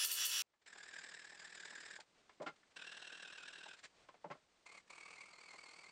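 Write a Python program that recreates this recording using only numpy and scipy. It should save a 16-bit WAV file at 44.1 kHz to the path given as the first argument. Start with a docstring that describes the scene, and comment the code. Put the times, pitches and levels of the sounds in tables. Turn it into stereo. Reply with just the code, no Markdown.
"""Bandsaw cut, then filing at a vise.

A bandsaw cuts plywood; three times the blade slips in the kerf, squeals and sprays chips. Abrupt stop.
Then, in fast motion, a small file rasps evenly to and fro in a hole of the piece, held in a vise.
Twice the piece is turned and reclamped with woody knocks; each grip makes it ring at other pitches."""
import sys
import numpy as np
from scipy import signal
from scipy.fft import rfft, irfft
from scipy.io import wavfile

SR = 44100
rng = np.random.default_rng(int(sys.argv[2]) if len(sys.argv) > 2 else 0)


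def generate_wav(sig):
    """Save sig (samples, or channels by samples) to the path in sys.argv[1] as 16-bit PCM at SR."""
    pcm = np.round(np.clip(np.atleast_2d(sig).T, -1, 1) * 32767).astype(np.int16)
    wavfile.write(sys.argv[1], SR, pcm)


N = 260631
TIME = np.arange(N) / SR

# saw teeth in wood: f/Hz, density/dB
CUT_SPECTRUM = [(60, -30), (240, -42), (450, -20), (850, -19), (1200, -8.5), (1750, -3), (2350, -11),
                (2700, -1), (6200, -3), (8000, -13), (16000, -35)]
# blade and guide resonances: f/Hz, width/Hz, boost/dB
SAW_MODES = [(2680, 265, 5.5), (3400, 67, 9.5), (4480, 90, -19.5), (5780, 257, 6.5), (7350, 150, 12.5),
             (10460, 320, 17.5)]
# chip spray: f/Hz, density/dB
CHIP_SPECTRUM = [(300, -36.5), (2000, -13.5), (5000, 4.5), (9000, 8.5), (12000, 6), (13200, 5.5),
                 (16000, 5)]
# drive hum: harmonic, level/dB
HUM_PARTIALS = [(3, -96.5), (4, -82.5), (5, -79), (6, -76), (7, -85), (8, -90), (9, -84.5), (10, -88.5),
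                (12, -73.5), (14, -87), (16, -71), (17, -77)]
# running blade: f/Hz, relative level/dB, share of swell followed
BLADE_TONES = [(1771, -69, .2), (2186, -71, .2), (2693, -63, .6), (2966, -53, .4), (3319, -60, .8),
               (3459, -63, .6), (4203, -66, .3), (4474, -61, .1), (4888, -64, .4), (5583, -55, 1),
               (5716, -61, 1), (5947, -66, .6), (6634, -68, .3)]
# blade slips: t/s, load loss/dB, squeal/dB, chips/dB, decay/s
SLIPS = [(0.045, 11, -39.5, -46, 0.019), (0.113, 10, -43.5, -47.5, 0.037), (0.251, 8, -44, -42.5, 0.026)]
# slipping blade: harmonic, relative level/dB
SQUEAL_PARTIALS = [(1, -3), (2, -2.5), (3, 1)]
# pinched blade: harmonic, level/dB
WHISTLE_PARTIALS = [(1, -46.5), (2, -45.5), (3, -59.5)]
# stereo width of the saw: f/Hz, side over mid/dB
SAW_SIDE = [(2900, -61.5), (3500, -54.5), (4200, -15.5), (8000, -10.5), (15000, -5)]

# file teeth on wood: f/Hz, density/dB
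RASP_SPECTRUM = [(30, -15.5), (120, -17.5), (168, 2.5), (225, -4.5), (420, 3.5), (1000, 1.5), (2000, 0.5),
                 (4000, -4), (6500, -5), (8800, -7), (9500, -14), (9950, -31), (10900, -22), (11600, -60)]
# resonances of the piece in each grip: f/Hz, width/Hz, boost/dB
GRIP_LEANING = [(1698, 140, 20), (2290, 600, 8), (3720, 450, 11.5), (5050, 360, 14), (7450, 485, 15)]
GRIP_TILTED = [(1577, 138, 17.6), (2654, 83, 20.7), (3070, 450, 11.2), (3760, 360, 13.2), (5320, 470, 7.7),
               (7660, 160, 10.8)]
GRIP_UPRIGHT = [(1120, 195, 8.5), (2187, 66, 20.7), (2480, 210, 11), (4350, 300, 8.4), (7700, 1000, 3)]
GRIP_SHIFTED = [(1130, 210, 7.8), (2185, 64, 19.2), (2490, 150, 9.1), (4420, 170, 15.9), (7600, 550, 5)]
# stroke runs: start/s, end/s, cycle rate/Hz, pressure/dB, drift/(dB/s), easing at ends/dB,
# pull over push/dB, pull cutoff/Hz, grip
FILE_RUNS = [(0.667, 1.387, 19.33, -53, 2, 5.5, -1, 5100, GRIP_LEANING),
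             (1.387, 1.975, 19.56, -52.6, 1, 0.5, -1, 5100, GRIP_LEANING),
             (2.757, 3.757, 19.6, -52.7, -2.6, 0.3, -2, 9050, GRIP_TILTED),
             (4.654, 4.791, 18.1, -56.8, -4, 0.6, -1.5, 9000, GRIP_UPRIGHT),
             (4.894, 5.298, 19.66, -55.8, -7, 2.5, -1, 13900, GRIP_UPRIGHT),
             (5.298, 5.93, 19.83, -58.8, 0.8, 3.5, 2, 13000, GRIP_SHIFTED)]
# resonances of the hole's rim: f/Hz, width/Hz, boost/dB
RIM_MODES = [(1960, 630, 13.5), (4100, 1600, 12.5), (7400, 750, 10.5)]
# single scrapes: centre t/s, length/s, level/dB
SCRAPES = [(0.623, 0.028, -74), (0.665, 0.016, -56.5), (2.005, 0.017, -50.5), (2.426, 0.028, -56.5),
           (2.563, 0.017, -67), (2.717, 0.038, -71), (2.769, 0.024, -54.5), (3.774, 0.03, -65),
           (3.793, 0.034, -59), (3.847, 0.05, -51.5), (4.805, 0.037, -70), (4.88, 0.016, -66)]

# knocks of wood, file and vise: t/s, relative level/dB, low cut/Hz, high cut/Hz, chatter/s, note/Hz
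KNOCKS = [(0.534, -70.5, 910, 2520, 0.0042, 1690), (0.751, -56, 295, 970, 0.0071, 755),
          (1.318, -54, 300, 1000, 0.0055, 800), (1.722, -55, 300, 1000, 0.0031, 1000),
          (1.986, -52.5, 500, 1000, 0.0041, 880), (2.125, -72, 150, 500, .003, 259),
          (2.293, -54, 450, 3000, 0.0034, 2140), (2.399, -39.5, 260, 685, 0.007, 593),
          (2.417, -39, 220, 850, 0.0075, 620), (2.461, -35, 240, 2920, 0.011, 1383),
          (2.630, -64.5, 1210, 2500, 0.0034, 1790), (3.655, -51, 508, 1120, 0.0061, 894),
          (4.086, -51.5, 300, 3030, 0.0031, 1050), (4.140, -55, 305, 2020, 0.0065, 740),
          (4.242, -42.5, 537, 850, 0.0047, 870), (4.254, -44.5, 200, 750, 0.0044, 560),
          (4.301, -41.5, 60, 1640, 0.0051, 1333), (4.310, -41, 130, 2700, 0.0052, 1100),
          (4.348, -57, 297, 895, 0.007, 625), (5.535, -53.5, 400, 1160, 0.012, 1050)]
# vise on its bench: f/Hz, width/Hz, boost/dB
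VISE_MODES = [(156.6, 26, 16), (275, 120, 1.5), (432, 58, -3), (598, 62, 5), (822, 31, 8), (1030, 70, 3.5),
              (1300, 270, -5), (2110, 89, 6), (4900, 44, 9.5)]
# thud under the vise modes: f/Hz, density/dB
THUD_SPECTRUM = [(30, -27), (100, -5), (200, 8), (500, 11.5), (1500, 10.5), (3000, 7), (5000, 3.5),
                 (8000, 6.5), (9400, -33), (10200, -23)]
# hands and sleeves turning the piece: centre t/s, length/s, level/dB
RUSTLES = [(2.194, 0.16, -71), (4.009, 0.24, -67.5)]
# shop hiss: f/Hz, density/dB
HISS_SPECTRUM = [(20, -4.5), (120, -1.5), (500, 1.5), (1500, -2.5), (4500, -6), (6000, -9), (8000, -11.5),
                 (9400, -18), (10000, -51)]

SAW_END_S, HUM_HZ = 0.421, 81.9
CUT_DB, CHIPS_DB = -40.5, -46.5
SLIP_RISE_S, SLACK_S, STUTTER_DEPTH = 0.0038, 0.027, 0.41
SING_DB_PER_DB, BLADE_WAVER_RATIO = 2, 0.003
SQUEAL_HZ, WHISTLE_HZ = 4435, 5135
CATCH_SLOW_DB, CATCH_FAST_DB = 0.8, 1.2
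ECHO_DECAY_S, CONTACT_SHIFT_RATIO = 0.0065, 0.03
BUMPS_PER_S, BUMP_REL_DB, BUMP_CHATTER_S = 2.5, -9.5, 0.00589
KNOCK_TRIM_DB, NOTE_WIDTH_HZ, NOTE_BOOST_DB = -15, 56, 11
HISS_DB, HUSH_DB, HISS_FULL_S, HISS_FADE_S = -72.5, -11.5, 0.726, 0.13
RUSTLE_CUTOFF_HZ, BAND_LIMIT_HZ = 6100, 15850


def bandsaw():
    """Central saw with wide treble, cut off abruptly."""
    t = TIME[TIME < SAW_END_S]
    mid, side = saw_voice(t), through(saw_voice(t), body(SAW_SIDE))
    return np.pad(np.array([mid + side, mid - side]), [(0, 0), (0, N - len(t))])


def saw_voice(t):
    """One channel: teeth, chips, drive, blade, kerf friction."""
    load_db = blade_load_db(t)
    return cutting(t, load_db) + chip_spray(t) + drive_hum(t) + blade_song(t, load_db) + kerf_rub(t)


def blade_load_db(t):
    """Load sags after each slip, lowest at SLACK_S, and rebuilds as the wood is fed on."""
    load_db = np.zeros(len(t))
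    for at_s, loss_db, *_ in SLIPS:
        age = np.maximum(t - at_s, 0) / SLACK_S
        load_db -= loss_db * (age * np.exp(1 - age)) ** 2
    return load_db


def cutting(t, load_db):
    """Teeth tear fibres and ring blade and guides, throbbing at the drive rate."""
    throb = 1 + 0.083 * np.sin(2 * np.pi * HUM_HZ * t)
    tearing = throb * grit(len(t), per_s=13000, spread_db=4)
    return amp(CUT_DB + load_db) * unit(through(tearing, body(CUT_SPECTRUM, SAW_MODES)))


def chip_spray(t):
    """Steady spray of chips plus a burst per slip."""
    spray = amp(CHIPS_DB) + sum(amp(db) * slip_burst(t, at_s, fade_s) for at_s, _, _, db, fade_s in SLIPS)
    flicker = amp(0.44 * wander(len(t), 60))
    chips = grit(len(t), per_s=14000, spread_db=4)
    return spray * flicker * unit(through(chips, body(CHIP_SPECTRUM)))


def kerf_rub(t):
    """The pinched blade whistles until the first slip; every slip squeals."""
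    slipping = sum(amp(db) * slip_burst(t, at_s, fade_s) for at_s, _, db, _, fade_s in SLIPS)
    pinched = np.clip(1 - (t - SLIPS[0][0]) / SLIP_RISE_S, 0, 1)
    squeal = harmonics(t, SQUEAL_HZ, SQUEAL_PARTIALS, waver_hz=100, speed_hz=630)
    whistle = harmonics(t, WHISTLE_HZ, WHISTLE_PARTIALS, waver_hz=44.3, speed_hz=630)
    return slipping * squeal + pinched * whistle


def slip_burst(t, at_s, fade_s):
    """Slip envelope: fast rise, decay stuttering at the drive rate."""
    age_s = np.maximum(t - at_s, 0)
    stutter = 1 + STUTTER_DEPTH * np.cos(2 * np.pi * HUM_HZ * (age_s - SLIP_RISE_S))
    return np.minimum(age_s / SLIP_RISE_S, 1) * np.exp(-age_s / fade_s) * stutter


def blade_song(t, load_db):
    """Tones of the running blade swell with the load."""
    swell_db = SING_DB_PER_DB * (load_db - load_db.mean())
    return sum(amp(db + 1.25 + share * swell_db) * tone(t, hz, hz * BLADE_WAVER_RATIO, speed_hz=90)
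               for hz, db, share in BLADE_TONES)


def drive_hum(t):
    """Near-steady harmonics of the drive."""
    return harmonics(t, HUM_HZ, HUM_PARTIALS, waver_hz=0.16, speed_hz=17)


def filing(start_s, end_s, rate_hz, pressure_db, drift_db_per_s, ease_db, pull_db, pull_hz, grip):
    """Teeth bite on the push, drag duller on the pull, and ring the piece."""
    t = np.arange(0, end_s - start_s, 1 / SR)
    speed = np.sin(2 * np.pi * rate_hz * t)
    sweep = 0.12 + speed ** 2
    bearing_db = pressure_db - ease_db * np.linspace(-1, 1, len(t)) ** 2 + drift_db_per_s * (t - t.mean())
    catching_db = CATCH_SLOW_DB * wander(len(t), 32) + CATCH_FAST_DB * wander(len(t), 220)
    force = unit(sweep * amp(catching_db) * signal.windows.tukey(len(t), 0.008)) * amp(bearing_db)
    push, pull = force * (speed > 0), force * (speed <= 0)
    strokes = np.array([teeth(push) + amp(pull_db) * lowpass(teeth(pull), pull_hz) for _ in range(2)])
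    # the moving contact crossfades between lowered and raised modes
    spot = np.pi / 4 * (1 + np.tanh(2 * wander(strokes.shape[1], 20)))
    low = body(RASP_SPECTRUM, np.array(grip) * [1 - CONTACT_SHIFT_RATIO, 1, 1])
    high = body(RASP_SPECTRUM, np.array(grip) * [1 + CONTACT_SHIFT_RATIO, 1, 1])
    return start_s, ring(strokes * np.cos(spot) ** 2, low) + ring(strokes * np.sin(spot) ** 2, high)


def teeth(force):
    """File grit under a force curve; bench reflections add a short tail."""
    energy = np.pad(force ** 2, (0, 3000))
    pole = np.exp(-1 / (ECHO_DECAY_S * SR))
    echo = np.sqrt(signal.lfilter([1 - pole], [1, -pole], energy))
    direct = np.sqrt(energy) * grit(len(energy), per_s=9000, spread_db=0)
    return direct + 0.66 * echo * rng.standard_normal(len(energy))


def scrape(centre_s, length_s, db):
    """One drag of the file along the rim."""
    force = amp(db) * np.hanning(round(length_s * SR))
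    return centre_s - length_s / 2, ring([teeth(force), teeth(force)], body(RASP_SPECTRUM, RIM_MODES))


def rim_bumps(start_s, end_s, rate_hz, pressure_db):
    """The file taps the rim in the middle of random strokes."""
    midstrokes_s = np.arange(start_s + 1 / rate_hz / 4, end_s, 1 / rate_hz / 2)
    hits_s = midstrokes_s[rng.random(len(midstrokes_s)) < BUMPS_PER_S / (2 * rate_hz)]
    return [knock(at_s - BUMP_CHATTER_S, pressure_db + BUMP_REL_DB, low_hz=348, high_hz=1060,
                  chatter_s=BUMP_CHATTER_S, note_hz=804) for at_s in hits_s]


def knock(at_s, db, low_hz, high_hz, chatter_s, note_hz):
    """A chattering blow rings vise and piece; soft contact is dull, light contact lacks bass."""
    t = TIME[:8192]
    rise = 1 - np.exp(-t / (1.6 * chatter_s))
    decay = np.exp(-t / chatter_s) + 0.15 * np.exp(-t / 0.02)
    contact = unit(rise * decay) * rng.standard_normal((2, len(t)))
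    modes = [*VISE_MODES, (note_hz, NOTE_WIDTH_HZ, NOTE_BOOST_DB)]
    response = lowpass(body(THUD_SPECTRUM, modes), high_hz, order=2)
    response = signal.lfilter(*signal.butter(2, low_hz, "high", fs=SR), response)
    return at_s, amp(db + KNOCK_TRIM_DB) * ring(contact, response)


def rustle(centre_s, length_s, db):
    """A hand brushes the piece: a soft noise swell."""
    swell = amp(db) * np.hanning(round(length_s * SR))
    response = lowpass(body(HISS_SPECTRUM), RUSTLE_CUTOFF_HZ)
    return centre_s - length_s / 2, ring(swell * rng.standard_normal((2, len(swell))), response)


def shop_hiss():
    """Diffuse shop noise, fading in after the saw."""
    hush = np.clip((HISS_FULL_S - TIME) / HISS_FADE_S, 0, 1)
    level = amp(HISS_DB + HUSH_DB * hush + wander(N, 49)) * (TIME > SAW_END_S)
    return level * ring(rng.standard_normal((2, N)), body(HISS_SPECTRUM))


def amp(db):
    """dB to gain."""
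    return 10 ** (np.asarray(db) / 20)


def unit(x):
    """Scale to rms 1."""
    return x / np.sqrt(np.mean(x ** 2) + 1e-30)


def wander(size, speed_hz):
    """Random drift up to about speed_hz, rms 1."""
    hz = np.fft.rfftfreq(size, 1 / SR)
    return unit(irfft(rfft(rng.standard_normal(size)) * np.exp(-(hz / speed_hz) ** 2), size))


def grit(size, per_s, spread_db):
    """Snapping fibres: random uneven clicks, rms 1."""
    sign = np.sign(rng.standard_normal(size))
    snaps = rng.random(size) < per_s / SR
    height_db = spread_db * np.minimum(rng.exponential(1, size), 4)
    return unit(sign * snaps * amp(height_db))


def tone(t, hz, waver_hz, speed_hz):
    """Sine of wavering pitch, rms 1."""
    turns = np.cumsum(hz + waver_hz * wander(len(t), speed_hz)) / SR + rng.random()
    return np.sqrt(2) * np.sin(2 * np.pi * turns)


def harmonics(t, hz, partials, waver_hz, speed_hz):
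    """Independently wavering multiples of hz."""
    return sum(amp(db) * tone(t, k * hz, k * waver_hz, speed_hz) for k, db in partials)


def body(spectrum, modes=(), size=4096):
    """Minimum-phase impulse response of a broad spectrum with resonances on top."""
    hz = np.fft.rfftfreq(size, 1 / SR)
    points_hz, points_db = np.transpose(spectrum)
    broad_db = np.interp(np.log(hz + 1), np.log(points_hz + 1), points_db)
    power = 1 + sum(amp(db) ** 2 / (1 + ((hz - mode_hz) / width_hz) ** 2) ** 2
                    for mode_hz, width_hz, db in modes)
    log_gain = np.log(amp(broad_db) * np.sqrt(power))
    mirrored = np.concatenate([log_gain, log_gain[-2:0:-1]])
    return np.fft.ifft(np.exp(np.conj(signal.hilbert(mirrored)))).real


def lowpass(x, hz, order=1):
    """Low-pass, cutoff capped at SR / 3."""
    return signal.lfilter(*signal.butter(order, min(hz, SR / 3), fs=SR), x)


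def through(x, response):
    """Convolve, keeping the length."""
    return signal.fftconvolve(x, response)[:len(x)]


def ring(channels, response):
    """Each channel excites a unit-energy response."""
    return np.array([through(x, response / np.linalg.norm(response)) for x in channels])


def add(mix, at_s, sound):
    """Mix in a stereo sound."""
    part = mix[:, round(at_s * SR):][:, :sound.shape[1]]
    part += sound[:, :part.shape[1]]


def scene():
    """Saw, then work at the vise over shop hiss."""
    mix = bandsaw() + shop_hiss()
    for source, rows in (filing, FILE_RUNS), (scrape, SCRAPES), (knock, KNOCKS), (rustle, RUSTLES):
        for row in rows:
            add(mix, *source(*row))
    for run in FILE_RUNS:
        for bump in rim_bumps(*run[:4]):
            add(mix, *bump)
    return mix


def record(dry):
    """Steep treble limit."""
    taps = signal.firwin(511, BAND_LIMIT_HZ, window=("kaiser", 9), fs=SR)
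    return signal.oaconvolve(dry, taps[None], "same")


dry = scene()
out = record(dry)
generate_wav(out)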